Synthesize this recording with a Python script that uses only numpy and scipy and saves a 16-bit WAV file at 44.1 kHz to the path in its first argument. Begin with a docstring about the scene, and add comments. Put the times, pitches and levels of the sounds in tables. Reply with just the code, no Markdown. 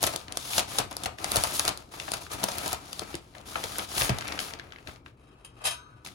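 """Over the low hum of a small room, close by, hands pull stiff wrapping paper off a steel tray.
Pull after pull the sheet slides and crackles, creases snap and panels buckle, hollow while the tray
is still inside. The tray bumps the cloth-covered table, hardest as it comes free at about 4 s.
The paper settles; the tray's wire rack slides and, near 5.6 s, drops into place with a short
ringing clatter. One last small crackle of paper follows."""
import sys
import numpy as np
from scipy import signal
from scipy.fft import rfft, irfft
from scipy.io import wavfile

SR = 44100
rng = np.random.default_rng(int(sys.argv[2]) if len(sys.argv) > 2 else 0)


def inscribe(sig):
    """Save sig as 16-bit PCM at rate SR to the path in sys.argv[1].

    A 1-D sig is mono; a 2-D sig holds one channel per row.
    Samples are clipped to [-1, 1] before scaling.
    """
    pcm = np.round(np.clip(np.atleast_2d(sig).T, -1, 1) * 32767)
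    wavfile.write(sys.argv[1], SR, pcm.astype(np.int16))


N = 270774
T = np.arange(N) / SR


def undb(db):
    """Decibels to gain."""
    return 10 ** (np.asarray(db) / 20)


def unit(x):
    """Scale to rms 1."""
    return x / np.sqrt(np.mean(x ** 2))


def on_bins(points, size):
    """Read a (Hz, value) curve at the bins of a transform."""
    hz, value = np.transpose(points)
    return np.interp(np.log(np.arange(size // 2 + 1) * SR / size + 1), np.log(hz + 1), value)


def colour(x, points, size=4096):
    """Minimum-phase EQ along a (Hz, dB) curve, with unit power gain."""
    cepstrum = irfft(np.log(undb(on_bins(points, size))))
    causal = np.r_[1, np.full(size // 2 - 1, 2), np.zeros(size // 2)]
    response = irfft(np.exp(rfft(cepstrum * causal)))
    return signal.fftconvolve(x, response[None] / np.linalg.norm(response), axes=-1)[:, :N]


def add(track, s, sound):
    """Mix a short sound in at time s."""
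    start = max(int(s * SR), 0)
    track[:, start:start + sound.shape[1]] += sound[:, :N - start]


def fade(t, t60):
    """Exponential decay, 60 dB down at t60."""
    return np.exp(-np.log(1000) * t / t60)


def walk(rate):
    """Random wander with a spread near 1, turning rate times a second."""
    return np.interp(T * rate, np.arange(N), rng.standard_normal(N))


def grains(rate, spread_db):
    """Two trains of tiny clicks; a positive spread makes a few stand out, a negative one sinks a few."""
    size = undb(spread_db * np.minimum(rng.exponential(size=(2, N)), 3.5))
    fires = rng.random((2, N)) < rate / SR
    return unit(fires * size * rng.choice([-1, 1], (2, N)))


# spectrum of the background bed: (frequency [Hz], level [dB])
HUM_EQ = [(15, -16), (25, -6), (75, 2.5), (100, -5), (122, 5), (160, -9), (373, -8), (709, -22),
          (1280, -20), (1910, -46.5), (2370, -23), (2780, -70.5), (3440, -68.5), (10000, -61),
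          (13100, -60.5), (15000, -52.5)]

def room_tone():
    """A faint low hum of the house, gently wavering."""
    return colour(rng.standard_normal((2, N)), HUM_EQ) * undb(-55 + walk(rate=8.1))


# hand gestures: (start [s], length [s], opening level [dB], closing level [dB], extra slide [dB])
PULL_CUES = [(0.024, 0.25, -33.5, -60.5, 1.5), (0.275, 0.06, -49, -45, -12.5), (0.354, 0.22, -56, -39, 7.5),
             (0.683, 0.11, -46.5, -40.5, 3.5), (0.903, 0.14, -56, -45, -2.5),
             (1.19, .19, -45.5, -30.5, -2.5), (1.4, 0.17, -40, -44.5, 4), (1.539, 0.11, -38.5, -46.5, 7),
             (1.648, 0.021, -39, -36.5, 0), (1.745, 0.055, -60, -48.5, -3), (1.922, 0.25, -50, -44.5, 1),
             (2.215, 0.083, -47.5, -66, 5.5), (2.306, 0.028, -45.5, -37.5, 1),
             (2.385, 0.34, -43, -38.5, -0.5), (2.803, 0.21, -55.5, -46, 1), (3.048, .1, -51, -49, -0.5),
             (3.351, 0.24, -51, -66.5, -6.5), (3.466, 0.37, -47, -42.5, 2), (3.874, 0.13, -52.5, -33.5, 5),
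             (3.969, 0.085, -34, -32, 1), (4.087, 0.279, -43, -39.5, -7.5), (4.4, 0.096, -40, -45.5, 2),
             (4.503, 0.35, -46, -64, -17), (4.88, .075, -44.5, -59, -3.5), (5.061, 0.024, -59.5, -64.5, -3),
             (6.066, 0.06, -51, -64.5, 5.5)]

def pulls(grip_db_per_s=1001, release_db_per_s=282, held_db=-64.5, let_go_s=4.95, waver_db=1.65):
    """Effort and slide envelopes in dB: each pull grips fast, swells or eases, and releases slower."""
    effort = slide = held_db - release_db_per_s * np.maximum(T - let_go_s, 0)  # the held sheet rubs
    depth_db = 60
    for s, length, first_db, last_db, slide_db in PULL_CUES:
        times = [s - depth_db / grip_db_per_s, s, s + length, s + length + depth_db / release_db_per_s]
        db = np.interp(T, times, [first_db - depth_db, first_db, last_db, last_db - depth_db])
        effort = np.maximum(effort, db)
        slide = np.maximum(slide, db + slide_db)
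    return effort + waver_db * walk(rate=28), slide


# friction hiss, its airy top, crumpling folds, flapping panels, table rumble:
# (frequency [Hz], level [dB])
HISS_EQ = [(500, -18.5), (1200, -1), (2000, -8), (3500, 2.5), (5000, 1), (7000, -1.5), (9000, -1),
           (12000, -5), (16000, -14.5)]
SHEEN_EQ = [(3000, -29.5), (6000, -8.5), (9000, 0), (12000, -1.5), (16000, -10.5)]
CRUMPLE_EQ = [(400, -22.5), (1000, -4), (1500, 2), (2500, 5), (3500, -9.5), (6000, -40), (14000, -37.5)]
PANEL_EQ = [(120, -8.5), (280, -7.5), (500, -0.5), (750, 4), (1050, -1), (1280, 2), (1800, -12.5),
            (3500, -20), (8000, -32.5)]
RUMBLE_EQ = [(20, -22), (45, -3.5), (75, 3.5), (130, -0.5), (250, -2), (450, -7.5), (1200, -50.5)]

def sliding_sheet(effort_db, slide_db):
    """Paper fibres catch and slip, folds crumple, and coarser slips shake the panels and the table."""
    drive_db = effort_db + 42  # 0 at a moderate pull
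    catching = walk(rate=170)  # the sheet advances in tiny jerks
    hiss = colour(grains(rate=9000, spread_db=4) * undb(slide_db - 1 + 2 * catching), HISS_EQ)
    sheen_db = -47 + 1.66 * (slide_db + 40.5)  # a faster slide is brighter
    sheen = colour(grains(rate=4400, spread_db=-4) * undb(sheen_db), SHEEN_EQ)
    fine_wrinkles = grains(rate=2500, spread_db=2) * undb(1.9 * catching)
    single_wrinkles = undb(-3) * grains(rate=220, spread_db=2)
    crumple = colour((fine_wrinkles + single_wrinkles) * undb(-51 + 1.01 * drive_db), CRUMPLE_EQ)
    flutter_db = -44.5 + 0.86 * drive_db + 1.4 * catching
    flutter = colour(grains(rate=900, spread_db=4) * undb(flutter_db), PANEL_EQ)
    rumble = colour(grains(rate=630, spread_db=3) * undb(-48.5 + 0.66 * drive_db), RUMBLE_EQ)
    return hiss + sheen + crumple + flutter + rumble


# how much of the tray the wrapping encloses: (time [s], share [0-1])
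ENCLOSED = [(0, .5), (1.2, 1), (2.8, 1), (3.6, .3), (4.1, 0)]
# air resonances inside the wrapping: (frequency [Hz], bandwidth [Hz], level [dB])
CAVITY_MODES = [(710, 150, -5.5), (960, 68, -3), (1350, 110, -10.5)]

def hollow_packet(paper):
    """The air between wrapping and tray gives the rustle a hollow ring until the tray is out."""
    trapped = paper * np.interp(T, *np.transpose(ENCLOSED))
    return paper + sum(undb(db - 5) * signal.lfilter(*signal.iirpeak(hz, hz / width, fs=SR), trapped)
                       for hz, width, db in CAVITY_MODES)


def small_snaps(effort_db, per_s=22, above_pull_db=3.5, scatter_db=10, taut_hz=5000, loose_hz=2600):
    """Cues (s, dB, Hz) for chance creases: they ride the pull and dull as the paper hangs loose."""
    jitter, strength, pitch = rng.random((400, 3)).T
    s = (np.arange(len(jitter)) + jitter) / per_s
    db = np.interp(s, T, effort_db) + above_pull_db + scatter_db * (2 * strength - 1)
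    tautness = np.interp(s, *np.transpose(ENCLOSED))
    hz = (loose_hz + (taut_hz - loose_hz) * tautness) * 2 ** (pitch - .5)
    return list(np.transpose([s, db, hz])[s < T[-1]])


# featured crease snaps: (time [s], level [dB], band centre [Hz])
SNAP_CUES = [(0.0295, -14.5, 7400), (0.0385, -30, 4660), (0.0674, -18, 7000), (0.0723, -22, 5000),
             (0.1611, -20.5, 6640), (0.3234, -27, 4920), (0.3726, -18, 5740), (0.5343, -28.5, 3340),
             (0.5819, -20.5, 5600), (0.5939, -16.5, 5270), (0.6064, -28, 4800), (0.7858, -13.5, 5700),
             (0.9117, -33.5, 5870), (0.9279, -34, 5170), (0.9677, -23, 6960), (1.036, -24.5, 6150),
             (1.0495, -30, 6000), (1.0589, -27.5, 4140), (1.1857, -38.5, 3300), (1.2441, -18.5, 5760),
             (1.3184, -16.5, 6240), (1.3595, -13.5, 7130), (1.3678, -13, 7550), (1.4378, -14, 6000),
             (1.4451, -28, 5400), (1.5955, -12.5, 5900), (1.6521, -20.5, 6000), (1.6788, -47, 3830),
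             (1.6909, -21, 5200), (1.775, -31, 6400), (2.0, -28, 3800), (2.0805, -44, 1700),
             (2.1187, -20, 6100), (2.2662, -43.5, 2070), (2.4332, -25.5, 4270), (2.4403, -14, 7500),
             (2.5842, -22, 6900), (2.6793, -22.5, 7150), (2.7305, -18.5, 7350), (2.9305, -27, 5930),
             (2.9946, -23, 5900), (3.1428, -34, 3160), (3.1532, -26.5, 5170), (3.3512, -45.5, 2300),
             (3.557, -29, 1620), (3.6395, -25.5, 4200), (3.7842, -20.5, 7860), (3.9806, -22.5, 4400),
             (4.0195, -19, 3600), (4.0946, -24, 3570), (4.1862, -25.5, 4750), (4.2099, -30, 4230),
             (4.2724, -35, 2944), (4.28, -28.5, 6040), (4.3237, -29, 3600), (4.3911, -23, 3580),
             (4.4034, -26, 5000), (4.4173, -35, 5000), (4.5369, -32, 3770), (4.5974, -35, 2600),
             (4.7228, -40.5, 2700), (4.761, -44.5, 2070), (4.8735, -36, 3100), (5.062, -44, 1996),
             (5.082, -57, 2950), (6.0625, -35.5, 3960), (6.073, -37, 4800)]

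def creases(small_cues, rise_s=0.00081, flip_s=0.0012, trail_t60=0.041, q=0.63):
    """A crease flips in a millisecond or two, trails off in finer cracks and nudges its panel."""
    snaps, nudges = np.zeros((2, N)), np.zeros((2, N))
    t = np.arange(-256, 2048) / SR  # the snap peaks at t = 0
    edge_ratio = 1 + .5 / q
    for s, db, hz in list(SNAP_CUES) + small_cues:
        slow = (6000 / hz) ** 0.38  # a slack, dull fold flips more slowly than a taut one
        flip = np.exp(-(t / np.where(t < 0, rise_s, flip_s * slow)) ** 2)
        trail = undb(-16) * (t > 0) * fade(abs(t), trail_t60 * slow)
        burst = rng.standard_normal((2, len(t))) * (flip + trail)
        band_hz = [hz / edge_ratio, min(hz * edge_ratio, SR * .45)]
        snap = signal.lfilter(*signal.butter(2, band_hz, "band", fs=SR), burst)
        snap /= np.linalg.norm(snap, axis=1, keepdims=True)
        add(snaps, s + t[0], undb(db + 19.5) * np.sqrt(slow) * snap)
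        add(nudges, s + t[0], undb(db - 9) * burst)
    snap_eq = [(300, 9.5), (1500, 10.5), (3500, 2), (6500, -2.5), (9500, 1), (16000, -0.5)]
    return colour(snaps, snap_eq) + colour(nudges, PANEL_EQ)


# whole panels giving way: (time [s], pop level [dB], pop pitch [Hz], crackle level [dB])
BUCKLE_CUES = [(0.036, -18.5, 670, -17.5), (0.071, -20, 605, -26), (0.135, -25, 480, -34),
               (0.579, -18.5, 716, -15), (0.596, -21, 755, -24), (0.786, -20, 624, -21.5),
               (0.798, -20, 610, -38.5), (0.914, -29.5, 560, -42.5), (1.036, -30, 690, -31),
               (1.057, -23, 794, -28.5), (1.243, -27.5, 1220, -38.5), (1.366, -20.5, 730, -22),
               (1.441, -21, 923, -39), (1.595, -22.5, 1220, -41.5), (1.677, -18.5, 890, -17.5),
               (1.69, -25.5, 590, -38), (1.937, -32.5, 736, -54), (2.079, -28.5, 727, -48),
               (2.135, -23.5, 970, -24.5), (2.436, -21.5, 400, -22), (2.484, -25, 680, -27.5),
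               (2.659, -22.5, 668, -29), (2.729, -23.5, 670, -32), (3.018, -27.5, 350, -53),
               (3.141, -31, 340, -48), (3.555, -22.5, 693, -47), (3.638, -25.5, 500, -29),
               (3.786, -21.5, 490, -28), (4.009, -27.5, 680, -44), (4.092, -16.5, 597, -25),
               (4.873, -46, 727, -51), (6.047, -42.5, 960, -37)]

def buckling(pop_t60=0.049, crackle_t60=0.038, rise_s=0.0027, q=1.8):
    """A panel gives way: a hollow pop pitched by its size and a quick avalanche of small cracks."""
    pops, crackle_envelope = np.zeros((2, N)), np.zeros((1, N))
    t = np.arange(SR // 4)[None] / SR
    attack = np.minimum(t / rise_s, 1)
    for s, pop_db, hz, crackle_db in BUCKLE_CUES:
        hollow = signal.lfilter(*signal.iirpeak(hz, q, fs=SR), rng.standard_normal((2, t.size)))
        add(pops, s, undb(pop_db - 3) * unit(hollow) * attack * fade(t, pop_t60))
        add(crackle_envelope, s, undb(crackle_db) * attack * fade(t, crackle_t60))
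    return pops + undb(2.5) * colour(crackle_envelope * grains(rate=4500, spread_db=-6.5), HISS_EQ)


def shivering(effort_db, below_pop_db=12, settle_db_per_s=263):
    """Each buckle shakes the whole sheet: the effort envelope kicks up, then settles."""
    shaken_db = effort_db.copy()
    for s, pop_db, _, _ in BUCKLE_CUES:
        after = slice(int(s * SR), int(s * SR) + SR // 2)
        shiver_db = pop_db - below_pop_db - settle_db_per_s * (T[after] - s)
        shaken_db[after] = np.maximum(shaken_db[after], shiver_db)
    return shaken_db


# thuds of the tray on the padded table: (time [s], level [dB], pitch [Hz])
BUMP_CUES = [(0.039, -39, 114), (0.799, -33, 119.2), (1.372, -26, 115), (2.434, -30, 186),
             (3.142, -33.5, 332), (3.148, -38, 158), (4.012, -31, 112), (4.025, -31.5, 62),
             (4.096, -29, 210), (4.1, -20, 122), (4.1156, -22.5, 124)]

def tray_bumps(t60=0.047, rise_s=0.0022):
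    """The cloth softens each bump to a few low cycles of the table top."""
    thuds = np.zeros((2, N))
    t = np.arange(SR // 3)[None] / SR
    envelope = (1 - np.exp(-t / rise_s)) * fade(t, t60)
    for s, db, hz in BUMP_CUES:
        add(thuds, s, undb(db + 8) * np.sin(2 * np.pi * hz * t) * envelope)
    return thuds


# the rack's scrape before and after the drop: (time [s], level [dB])
SCRAPE_ENVELOPE = [(5.1, -68), (5.22, -51), (5.45, -52), (5.53, -54), (5.62, -39.5), (5.65, -33.5),
                   (5.7, -56.5), (6.03, -52.5)]
# hits of the rack on the tray: (time [s], level [dB], time to fall 30 dB [s])
CLINK_CUES = [(5.447, -18, 0.0081), (5.64, -9.5, 0.027), (5.651, -1.5, 0.038), (5.668, -4, 0.033),
              (5.707, -14, 0.072)]
# bright ring of the rack's frame: (frequency [Hz], level [dB], t60 [s])
FRAME_MODES = [(2000, -8, 0.22), (2575, -1.5, .18), (2895, -4, 0.18), (3084, -6, 0.206), (3170, -0.5, 0.23),
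               (3840, -10.5, 0.39), (4735, 2, 0.1), (5120, 4, 0.203), (5340, -1, 0.19), (6315, -10, 0.4),
               (7140, -14, 0.14), (8850, 5, .16), (9800, -9, .16), (9959, -16, .2), (11100, -13, .12)]
# long ring of the tray's rim: (frequency [Hz], level [dB])
RIM_MODES = [(974, -1), (1136, -12), (1195, -5), (1297, 0), (1486, -14), (1680, -11.5), (2218, -4),
             (3246, -13), (3962, -13), (4215, -2), (5970, -10)]

def wire_rack(tray_t60=0.91, wires_t60=0.15):
    """Steel chatters on steel, ringing the rack's frame, a haze of wire modes and the tray."""
    t = np.arange(SR) / SR

    def ring(hz, t60):
        return np.sin(2 * np.pi * (hz * t + rng.random())) * fade(t, t60)

    def excite(push, body):
        return signal.fftconvolve(push, body[None] / np.sqrt(SR), axes=-1)[:, :N]

    force = undb(np.interp(T, *np.transpose(SCRAPE_ENVELOPE), left=-120, right=-120))
    soft_contact_eq = [(500, 3), (1400, -0.5), (3000, -8.5), (5000, -13), (12000, -16.5)]
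    scrape = colour(force * grains(rate=130, spread_db=3), soft_contact_eq)
    blows = np.zeros((1, N))
    for s, db, length in CLINK_CUES:
        add(blows, s, undb(db) * fade(t, 2 * length)[None])
    chatter = blows * grains(rate=5000, spread_db=-2)
    frame = unit(sum(undb(db) * ring(hz, t60) for hz, db, t60 in FRAME_MODES))
    wires = unit(sum(ring(450 + 15000 * place ** 1.3, wires_t60 * undb(3.9 * (sustain - 1.5)))
                     for place, sustain in rng.random((320, 2))))
    rim = unit(sum(undb(db) * ring(hz, tray_t60) for hz, db in RIM_MODES))
    tray_bottom = unit(sum(ring(hz, tray_t60) for hz in rng.triangular(900, 1250, 1900, size=40)))
    rack_ring = undb(-1) * excite(chatter + undb(6) * scrape, wires + frame / 2)
    tray_ring = excite(undb(-20.5) * chatter + undb(-8) * scrape, tray_bottom + rim / 2)
    steel_eq = [(150, 4.5), (400, -5.5), (600, -3.5), (850, -0.5), (1300, 3.5), (2000, 1), (3000, 4),
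                (5000, -1.5), (7000, 1.5), (10000, 3), (16000, -12)]
    return undb(-20.5) * colour(rack_ring + tray_ring + undb(-11) * chatter, steel_eq)


# stereo width: (frequency [Hz], side minus mid [dB])
WIDTH_CURVE = [(100, -19.5), (300, -28), (800, 2), (2500, 0.5), (6000, -5), (9000, -11.5)]

def widen(pair):
    """Two unrelated signals become mid and side of an image that is widest in the midrange."""
    side_gain = undb(on_bins(WIDTH_CURVE, N))
    gains = np.array([np.ones_like(side_gain), side_gain]) / np.sqrt(1 + side_gain ** 2)
    mid, side = irfft(rfft(pair) * gains, N)
    return np.array([mid + side, mid - side])


def room(x, t60=0.25, wet_db=-12, predelay_s=0.0022):
    """Table and walls return a short tail, duller than the direct sound."""
    t = np.arange(SR // 2) / SR
    tail = rng.standard_normal((2, len(t))) * fade(t, t60) * (t > predelay_s)
    tail /= np.linalg.norm(tail, axis=1, keepdims=True)
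    wet = signal.fftconvolve(x, tail, axes=-1)[:, :N]
    return x + undb(wet_db) * colour(wet, [(100, 5), (700, 5.5), (3000, 6.5), (7000, 1.5), (15000, -5.5)])


def scene():
    """Wide paper and rack and centred thuds in the room, over the hum."""
    effort_db, slide_db = pulls()
    rustle = sliding_sheet(shivering(effort_db), slide_db)
    paper = hollow_packet(rustle + creases(small_snaps(effort_db)) + buckling())
    foley = widen(paper + wire_rack()) + tray_bumps()
    return room(foley) + widen(room_tone())


# level between the two microphone ports: (frequency [Hz], left minus right [dB])
MIC_BALANCE = [(100, 2.5), (380, 3), (760, 6), (1250, 4.5), (2200, 3.5), (3500, 7.5), (5300, 5), (6700, 4),
               (8200, 0.5), (15000, -0.5)]
# phase between them: (frequency [Hz], left lead [rad])
MIC_PHASE = [(150, 0), (780, 1.3), (1120, .7), (1720, 1.5), (5400, .3), (6800, -.6), (8200, -3.1),
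             (10800, -6.3), (13600, -9.4), (16000, -12.4)]

def record(dry, low_cut_hz=32, high_cut_hz=16000):
    """The microphone ports differ in level and arrival time; the deepest bass and the top are cut."""
    log_ratio = np.log(undb(on_bins(MIC_BALANCE, 2 * N))) + 1j * on_bins(MIC_PHASE, 2 * N)
    port_gains = np.exp(np.array([log_ratio, -log_ratio]) / 2)
    ports = irfft(rfft(dry, 2 * N) * port_gains)[:, :N]
    low_cut = signal.butter(4, low_cut_hz, "high", fs=SR, output="sos")
    high_cut = signal.ellip(10, .2, 70, high_cut_hz, fs=SR, output="sos")
    return signal.sosfilt(high_cut, signal.sosfilt(low_cut, ports))


dry = scene()
out = record(dry)
inscribe(out)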